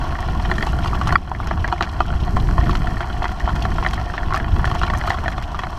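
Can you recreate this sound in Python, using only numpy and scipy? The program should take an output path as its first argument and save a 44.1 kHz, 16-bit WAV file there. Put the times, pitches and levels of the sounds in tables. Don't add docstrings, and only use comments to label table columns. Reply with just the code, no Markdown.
import sys
import numpy as np
from scipy import signal
from scipy.fft import rfft, irfft
from scipy.io import wavfile
from scipy.ndimage import uniform_filter1d, minimum_filter1d

SR = 44100
rng = np.random.default_rng(int(sys.argv[2]) if len(sys.argv) > 2 else 0)


def dump(signal):
    limited = np.clip(np.atleast_2d(signal).T, -1, 1)
    pcm = np.round(limited * 32767).astype(np.int16)
    wavfile.write(sys.argv[1], SR, pcm)


N = 254898
TIME = np.arange(N) / SR
BAND_LIMIT_HZ = 15100

# (time [s], level [dB])
GROUND_SHAKE = [(0.0, -30.5), (1.0, -32), (1.5, -33.5), (2.3, -34.5), (2.7, -33.5), (4.2, -33),
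                (5.0, -30.5), (5.78, -35)]
# (frequency [Hz], level [dB], t60 [s])
FRAME_MODES = [(359.7, -10.5, 0.091), (660.6, -12.5, 0.12), (718, -6, 0.09), (783, -5, 0.048),
               (960, -1.5, 0.025), (1122, -6, 0.042), (1358, -6, 0.031), (1472, -11.5, 0.032),
               (1750, -7, 0.025), (1886, -4, 0.02), (1968, -9, 0.018), (2500, -13.5, 0.047),
               (3005, -7.5, 0.024), (3253, -11, 0.048), (4160, -11, 0.026), (4320, -14, 0.022)]
# (frequency [Hz], level [dB])
CHAIN_EQ = [(1200, -39), (2500, 10), (3150, 14.5), (3700, 8), (4150, 5), (4600, -30), (5200, 6.5),
            (8000, -22.5), (15000, -34)]
# (time [s], level [dB])
GRASS_BRUSH = [(0.0, -51), (0.38, -51), (0.62, -49.5), (1.2, -49.5), (1.5, -55), (2.22, -52.5),
               (2.65, -48.5), (3.3, -52.5), (3.85, -49.5), (4.35, -53.5), (5.05, -48.5), (5.5, -54.5),
               (5.78, -52)]
# (frequency [Hz], level [dB])
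GRASS_EQ = [(800, 2), (2200, 3.5), (3200, -3.5), (3750, -8), (4100, 5.5), (4900, 0.5), (5600, 1.5),
            (6900, -8), (8000, -7), (9300, -13), (11200, -14), (12300, -11.5), (13700, -30), (15200, -52)]
# (frequency [Hz], level [dB])
CLICK_EQ = [(500, 22), (1500, 27), (4400, 14.5), (6000, 13), (8000, -3), (10500, -8), (12500, -2),
            (14000, -45), (15500, -59)]
# (time [s], level [dB], contact pitch [Hz], hardness [dB])
BUMPS = [(0.153, -25.5, 1710, -33), (0.514, -16, 1740, -18), (0.582, -22, 1810, -11),
         (0.626, -20, 1770, -25), (0.669, -20.5, 990, -14), (0.858, -21, 1190, -18),
         (0.931, -20.5, 1130, -44), (1.013, -18.5, 1160, -21), (1.072, -20.5, 1090, -10),
         (1.092, -22.5, 1670, -17), (1.106, -24, 1850, -32), (1.124, -15.5, 1260, -16),
         (1.315, -14, 1120, -37), (1.349, -25.5, 1900, -30), (1.4, -21.5, 1170, -34),
         (1.51, -18, 1240, -24), (1.643, -18.5, 1760, -28), (1.725, -14, 1210, -24),
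         (1.808, -14.5, 1230, -21), (2.004, -11.5, 1240, -22.5), (2.368, -17, 1080, -19),
         (2.488, -25, 1210, -32), (2.58, -17.5, 1110, -31), (2.693, -18, 1220, -19),
         (2.752, -22.5, 1450, -9), (2.871, -24, 1740, -14), (3.006, -20.5, 1390, -16),
         (3.221, -20, 1120, -44), (3.242, -20, 1100, -14), (3.254, -21.5, 1690, -31),
         (3.404, -28, 1700, -22), (3.476, -17.5, 1200, -27), (3.493, -22, 1310, -17),
         (3.561, -26.5, 1660, -8), (3.652, -18.5, 1350, -16), (3.783, -20, 1180, -23),
         (3.826, -22, 1140, -23), (3.848, -20.5, 1690, -24), (3.863, -15, 1840, -22),
         (3.933, -24, 1230, -6.5), (3.977, -26, 1670, -30), (4.098, -27, 1640, -32),
         (4.138, -24.5, 1210, -28), (4.179, -21, 1670, -21), (4.231, -26, 1570, -26),
         (4.306, -23, 1170, -22), (4.324, -18.5, 1220, -28), (4.343, -15, 1210, -16),
         (4.361, -23, 1340, -16), (4.372, -22.5, 1750, -24), (4.4, -25, 1850, -29),
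         (4.594, -25.5, 1130, -25), (4.643, -17.5, 1280, -32), (4.653, -22.5, 1810, -4.5),
         (4.675, -23.5, 1450, -15), (4.713, -20.5, 1160, -16), (4.751, -23.5, 1170, -11),
         (4.814, -23, 1230, -16), (4.833, -16, 1360, -15), (4.9, -22, 1680, -14), (4.935, -19, 1240, -38),
         (5.012, -24.5, 1710, -17), (5.075, -19.5, 1360, -13), (5.103, -14.5, 1790, -13),
         (5.116, -25, 1800, -18), (5.143, -22.5, 1140, -16), (5.239, -26, 1050, -26),
         (5.259, -23, 1900, -34), (5.28, -18, 1730, -15), (5.38, -23, 1190, -15), (5.545, -23.5, 1150, -24),
         (5.59, -22, 1180, -15), (5.635, -21.5, 1710, -18)]


def gain_of(db):
    return 10 ** (np.asarray(db) / 20)


def unit_rms(x):
    return x / np.sqrt(np.mean(x ** 2) + 1e-20)


def fader(curve):
    return gain_of(np.interp(TIME, *np.transpose(curve)))


def equalise(x, eq):
    hz, db = np.transpose(eq)
    bins = np.fft.rfftfreq(len(x), 1 / SR)
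    return irfft(rfft(x) * gain_of(np.interp(np.log(bins + 1), np.log(hz), db)), len(x))


def wander(rate_hz):
    bins = np.fft.rfftfreq(N, 1 / SR)
    return unit_rms(irfft(rfft(rng.standard_normal(N)) * np.exp(-(bins / rate_hz) ** 2), N))


def impacts(per_s, spread_db):
    size = gain_of(spread_db * np.minimum(rng.exponential(1, N), 3))
    return size * (rng.random(N) < per_s / SR) * rng.choice([-1, 1], N)


def add(mix, s, sound):
    part = mix[max(round(s * SR), 0):][:len(sound)]
    part += sound[:len(part)]


def crackle(strikes, decay_s, eq):
    t = np.arange(SR // 30) / SR
    bursts = signal.oaconvolve(abs(strikes), np.exp(-t / decay_s))[:N]
    return equalise(bursts * rng.standard_normal(N), eq)


def ring(hz, db, t60, phases, rise_s):
    t = np.arange(SR // 8) / SR
    modes = gain_of(db) * np.exp(-np.log(1000) * t / t60) * np.sin(2 * np.pi * (hz * t + phases))
    return modes.sum(0) * (1 - np.exp(-(t / rise_s) ** 2))


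def buffet(eq, steadiness):
    air = unit_rms(equalise(rng.standard_normal(N), eq))
    power = uniform_filter1d(uniform_filter1d(air ** 2, size=2400), size=1200)
    return unit_rms(air / np.sqrt(abs(power)) ** steadiness)


def wind(rumble_db=-1, flutter_db=-8.5):
    # (time [s], level [dB])
    wind_strength = [(0.0, -19.5), (0.12, -20.5), (0.2, -23), (0.3, -19.5), (0.9, -18.5), (1.05, -21),
                     (1.15, -17), (1.24, -19), (1.47, -20.5), (1.64, -22.5), (1.73, -26), (1.84, -21.5),
                     (1.92, -25.5), (2.14, -19), (2.25, -20), (2.35, -16.5), (2.72, -16), (2.92, -19.5),
                     (3.05, -25), (3.2, -21.5), (3.38, -23.5), (3.46, -20), (3.7, -18.5), (3.9, -20),
                     (4.02, -19), (4.1, -23), (4.45, -20), (4.58, -18.5), (4.85, -19.5), (5.2, -23),
                     (5.78, -27.5)]
    # (frequency [Hz], level [dB])
    rumble_eq = [(8, -6), (22, -2), (45, 1), (68, 1.5), (100, -8.5), (135, -15.5), (200, -25), (600, -89)]
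    # (frequency [Hz], level [dB])
    flutter_eq = [(60, -25), (100, 4), (140, 0.5), (200, -2.5), (260, -9), (345, -8.5), (430, -17),
                  (530, -23.5), (900, -31), (3000, -57)]
    strength = fader(wind_strength)
    rumble = gain_of(rumble_db) * buffet(rumble_eq, steadiness=0.6)
    flutter = gain_of(flutter_db) * unit_rms(strength) ** 0.3 * buffet(flutter_eq, steadiness=0.25)
    gusts = unit_rms(gain_of(1.8 * wander(rate_hz=20)))
    return strength * gusts * (rumble + flutter)


def rolling(trim_db=-2, lumps_db=2):
    # (frequency [Hz], level [dB])
    hum_eq = [(300, -10.5), (560, -16), (640, -2.5), (715, 3), (860, -5), (1120, 0), (1250, -13.5),
              (1390, -5), (1580, -15.5), (1800, -11), (2350, -34), (3200, -17.5), (3700, -39), (8000, -83)]
    tread = gain_of(lumps_db * wander(rate_hz=45)) * rng.standard_normal(N)
    return gain_of(trim_db) * fader(GROUND_SHAKE) * unit_rms(equalise(tread, hum_eq))


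def frame_ring(variation, contact_hz, hardness_db=-17, focus_db=12, scatter_db=3, detune=0.041):
    hz, db, t60 = np.transpose(FRAME_MODES)[:, :, None]
    gains, shifts, phases = np.clip(variation, -1.5, 1.5).reshape(3, -1, 1)
    focus = np.exp(-(np.log2(hz / contact_hz) / .32) ** 2)
    upper = np.clip(np.log2(hz / 1800), 0, 1)
    db = db + scatter_db * gains + focus_db * focus + 0.54 * (hardness_db + 11) * upper
    damped_t60 = t60 * np.exp(-0.083 * abs(shifts[0]))
    blow = ring(hz * (1 + detune * shifts), db, damped_t60, phases, rise_s=0.0007)
    return blow / np.std(blow[:SR // 125])


def rattle(trim_db=-2, spots=12):
    out = np.zeros(N)
    variations = rng.standard_normal((spots, np.size(FRAME_MODES)))
    for variation, hz in zip(variations, np.geomspace(750, 1750, spots)):
        out += signal.oaconvolve(impacts(per_s=13, spread_db=6), frame_ring(variation, hz))[:N]
    return gain_of(trim_db) * fader(GROUND_SHAKE) * unit_rms(out)


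def chain_jingle(trim_db=-15):
    ticks = crackle(impacts(per_s=70, spread_db=2.5), decay_s=0.009, eq=CHAIN_EQ)
    return gain_of(trim_db) * fader(GROUND_SHAKE) * unit_rms(ticks)


def grass_swish(trim_db=3, tufts_db=1):
    snaps = unit_rms(impacts(per_s=420, spread_db=4))
    swish = unit_rms(equalise(rng.standard_normal(N) + snaps, GRASS_EQ))
    return gain_of(trim_db + tufts_db * wander(rate_hz=70)) * fader(GRASS_BRUSH) * swish


def stalks(snap_db=-4):
    ticks = unit_rms(crackle(impacts(per_s=110, spread_db=6), decay_s=.0006, eq=CLICK_EQ))
    snaps = unit_rms(crackle(impacts(per_s=25, spread_db=3.5), decay_s=.0008, eq=GRASS_EQ))
    thickness = fader(GRASS_BRUSH)
    return thickness * unit_rms(thickness) ** 0.3 * (ticks + gain_of(snap_db) * snaps)


def clicks(trim_db=1, rebound_db=-7, rustle_db=-14, body_tail_s=0.027, treble_tail_s=0.008):
    # (time [s], treble level [dB], body over treble [dB])
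    cracks = [(0.040, -44, 21), (0.205, -33.5, 6), (0.623, -35, 8), (0.665, -35.5, 15), (0.847, -36, 6),
              (0.8729, -36, 14), (1.0761, -30, 12), (1.1248, -32, 6), (1.471, -36, 17.5), (1.677, -37, 19),
              (2.753, -43, 11), (1.8244, -35.5, 26.5), (2.363, -38, 7), (2.692, -37, 4), (2.77, -39, 15),
              (3.28, -40, 15), (3.318, -40, 16), (3.3984, -39.5, 12), (3.554, -36, 9), (3.625, -35, -5),
              (3.873, -36, 16), (3.909, -37, 17), (3.937, -33, 6), (3.229, -44, 9), (4.336, -33, 15),
              (4.349, -35, 16), (4.360, -34, 18), (4.375, -34, 10), (4.653, -38, 4), (4.671, -38, 11),
              (4.747, -32, 5), (4.974, -29, 3), (4.985, -29, -6), (5.07, -32, 8), (5.080, -40, 10),
              (5.096, -34, 12), (5.316, -38, 5), (5.424, -38.5, 19.5), (5.59, -36.5, 12)]
    out, t = np.zeros(N), np.arange(SR // 30) / SR
    crossover = signal.butter(4, 6800, fs=SR, output="sos")
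    rustle = gain_of(rustle_db) * (1 - np.exp(-t / .0005))
    hit = np.exp(-((t - .0012) / .0006) ** 2)
    for s, db, body_db in cracks:
        noise = rng.standard_normal(len(t))
        rebound_s = 0.0055 * (1 + np.tanh(noise[-1]) / 2)
        snap = hit + gain_of(rebound_db) * np.exp(-((t - rebound_s) / .0006) ** 2)
        crack = equalise(noise, CLICK_EQ)
        low = signal.sosfiltfilt(crossover, crack)
        treble = (crack - low) * (snap + rustle * np.exp(-t / treble_tail_s))
        body = low * (snap + rustle * np.exp(-t / body_tail_s))
        click = treble / abs(treble).max() + gain_of(body_db) * body / abs(body).max()
        add(out, s, gain_of(db + trim_db) * click)
    return out


def chatter(blow, bounces, rebound_db=-8, span_s=0.015, fade_s=0.0077):
    out = blow.copy()
    for when, size in bounces:
        delay_s = when * span_s
        add(out, delay_s, gain_of(rebound_db) * np.exp(-delay_s / fade_s) * (2 * size - 1) * blow)
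    return out / np.std(out[:SR // 125])


def knocks(grit_db=-3):
    # (frequency [Hz], level [dB])
    grit_eq = [(500, -9), (1500, -17), (3200, 15.5), (4600, 8), (7000, 1), (15000, -27)]
    blows, strikes = np.zeros(N), np.zeros(N)
    variations = rng.standard_normal((len(BUMPS), np.size(FRAME_MODES)))
    for (s, db, hz, hardness_db), variation in zip(BUMPS, variations):
        blow = frame_ring(variation, hz, hardness_db)
        add(blows, s, gain_of(db) * chatter(blow, bounces=rng.random((5, 2))))
        add(strikes, s, gain_of([db + hardness_db + grit_db]))
    return blows + crackle(strikes, decay_s=0.0058, eq=grit_eq)


def clatter(trim_db=-21, lag_s=0.009, spread_s=0.052, low_hz=900, high_hz=2300, taps=5):
    out = np.zeros(N)
    for s, bump_db, _, _ in BUMPS:
        for when, pitch, size in rng.random((taps, 3)):
            hz = low_hz * (high_hz / low_hz) ** pitch
            tap = ring(np.array([[hz]]), trim_db + bump_db / 2, t60=0.015, phases=when, rise_s=.0003)
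            add(out, s + lag_s + spread_s * when ** 2, 2 * size * tap)
    return out


def tall_grass(start_s=0.46, end_s=0.79, level_db=-53):
    # (frequency [Hz], level [dB])
    crisp_eq = [(2400, -30), (4800, 0), (13000, -10), (BAND_LIMIT_HZ, -40)]
    blades = unit_rms(crackle(impacts(per_s=500, spread_db=4), decay_s=.0004, eq=crisp_eq))
    progress = np.clip((TIME - start_s) / (end_s - start_s), 0, 1)
    swell = np.sqrt(abs(np.sin(np.pi * progress)))
    return gain_of(level_db) * swell * blades


def chain_clinks(scrape_db=-2):
    # (time [s], level [dB], link pitch [Hz])
    link_hits = [(0.625, -25, 4580), (0.689, -32, 4070), (0.8772, -28.5, 4740), (1.894, -35.5, 4300),
                 (2.237, -35.5, 4230), (2.4002, -29, 4030), (2.7108, -28, 4400), (2.755, -28, 4300),
                 (3.127, -32, 4060), (3.229, -29.5, 4220), (3.6228, -23.5, 4450), (3.886, -29, 4670),
                 (4.8675, -30.5, 4080)]
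    # (frequency [multiple of link pitch], level [dB], t60 [s])
    link_modes = [(.735, -6.5, 0.056), (.9, -16, 0.021), (0.999, 2, 0.018)]
    strikes, tinks = np.zeros(N), np.zeros(N)
    ratio, mode_db, t60 = np.transpose(link_modes)[:, :, None]
    for s, db, hz in link_hits:
        add(strikes, s, gain_of([db + scrape_db]))
        add(tinks, s, ring(hz * ratio, db + mode_db, t60, rng.random(ratio.shape), rise_s=0.00063))
    return crackle(strikes, decay_s=0.0047, eq=CHAIN_EQ) + tinks


def steel_ping(at_s=1.06):
    # (frequency [Hz], level [dB], t60 [s])
    steel_modes = [(5100, -48, .3), (9037, -55, .8)]
    out, t = np.zeros(N), np.arange(SR) / SR
    for hz, db, t60 in steel_modes:
        add(out, at_s, gain_of(db) * np.exp(-np.log(1000) * t / t60) * np.sin(2 * np.pi * hz * t))
    return out


def jolt(at_s=1.155):
    # (frequency [Hz], level [dB], t60 [s])
    stop_modes = [(970, 10.5, 0.013), (1145, 13.5, 0.023), (1332, 13, 0.022), (1905, 8, 0.017),
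                  (2320, -4.5, 0.023), (3320, -14, 0.032), (4490, -10, 0.015), (4690, -14, 0.026)]
    out = np.zeros(N)
    hz, db, t60 = np.transpose(stop_modes)[:, :, None]
    add(out, at_s, ring(hz, db, t60, phases=0, rise_s=0.0024))
    return out


def air_thumps(hz=66, width_s=0.0069):
    # (time [s], level [dB])
    eddies = [(1.589, -11.5), (2.158, -9), (2.471, -13), (2.593, -1.5), (2.777, -10), (3.449, -12),
              (3.685, -13.5), (4.536, -3.5)]
    out = np.zeros(N)
    for s, db in eddies:
        t = TIME - s
        out += gain_of(db) * np.exp(-(t / width_s) ** 2) * np.sin(2 * np.pi * hz * t)
    return out


def frame_boom(at_s=2.693):
    # (frequency [Hz], level [dB], t60 [s])
    low_modes = [(145, -17, 0.11), (355, -17.5, 0.13)]
    out = np.zeros(N)
    hz, db, t60 = np.transpose(low_modes)[:, :, None]
    add(out, at_s, ring(hz, db, t60, phases=0, rise_s=0.0018))
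    return out


def housing(x, notch_hz=3660):
    return (x + signal.lfilter(*signal.iirnotch(notch_hz, Q=20, fs=SR), x)) / 2


def limiter(x, release_db_per_s=40, hold_samples=4001):
    over_db = 20 * np.log10(np.maximum(abs(x[0]), 1))
    release_db = TIME * release_db_per_s
    duck_db = np.maximum.accumulate(over_db + release_db) - release_db
    held = minimum_filter1d(gain_of(-duck_db), size=hold_samples, origin=hold_samples // 2)
    return x * uniform_filter1d(minimum_filter1d(held, size=61), size=61)


def scene():
    frame = knocks() + clatter() + jolt() + frame_boom() + rattle() + rolling()
    metal = clicks() + chain_clinks() + chain_jingle() + steel_ping()
    meadow = grass_swish() + tall_grass() + stalks()
    return (frame + metal + meadow + wind() + air_thumps())[None]


def record(dry):
    high_cut = signal.firwin(401, BAND_LIMIT_HZ, window=("kaiser", 9), fs=SR)
    return signal.oaconvolve(limiter(housing(dry)), high_cut[None], "same")


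dry = scene()
out = record(dry)
dump(out)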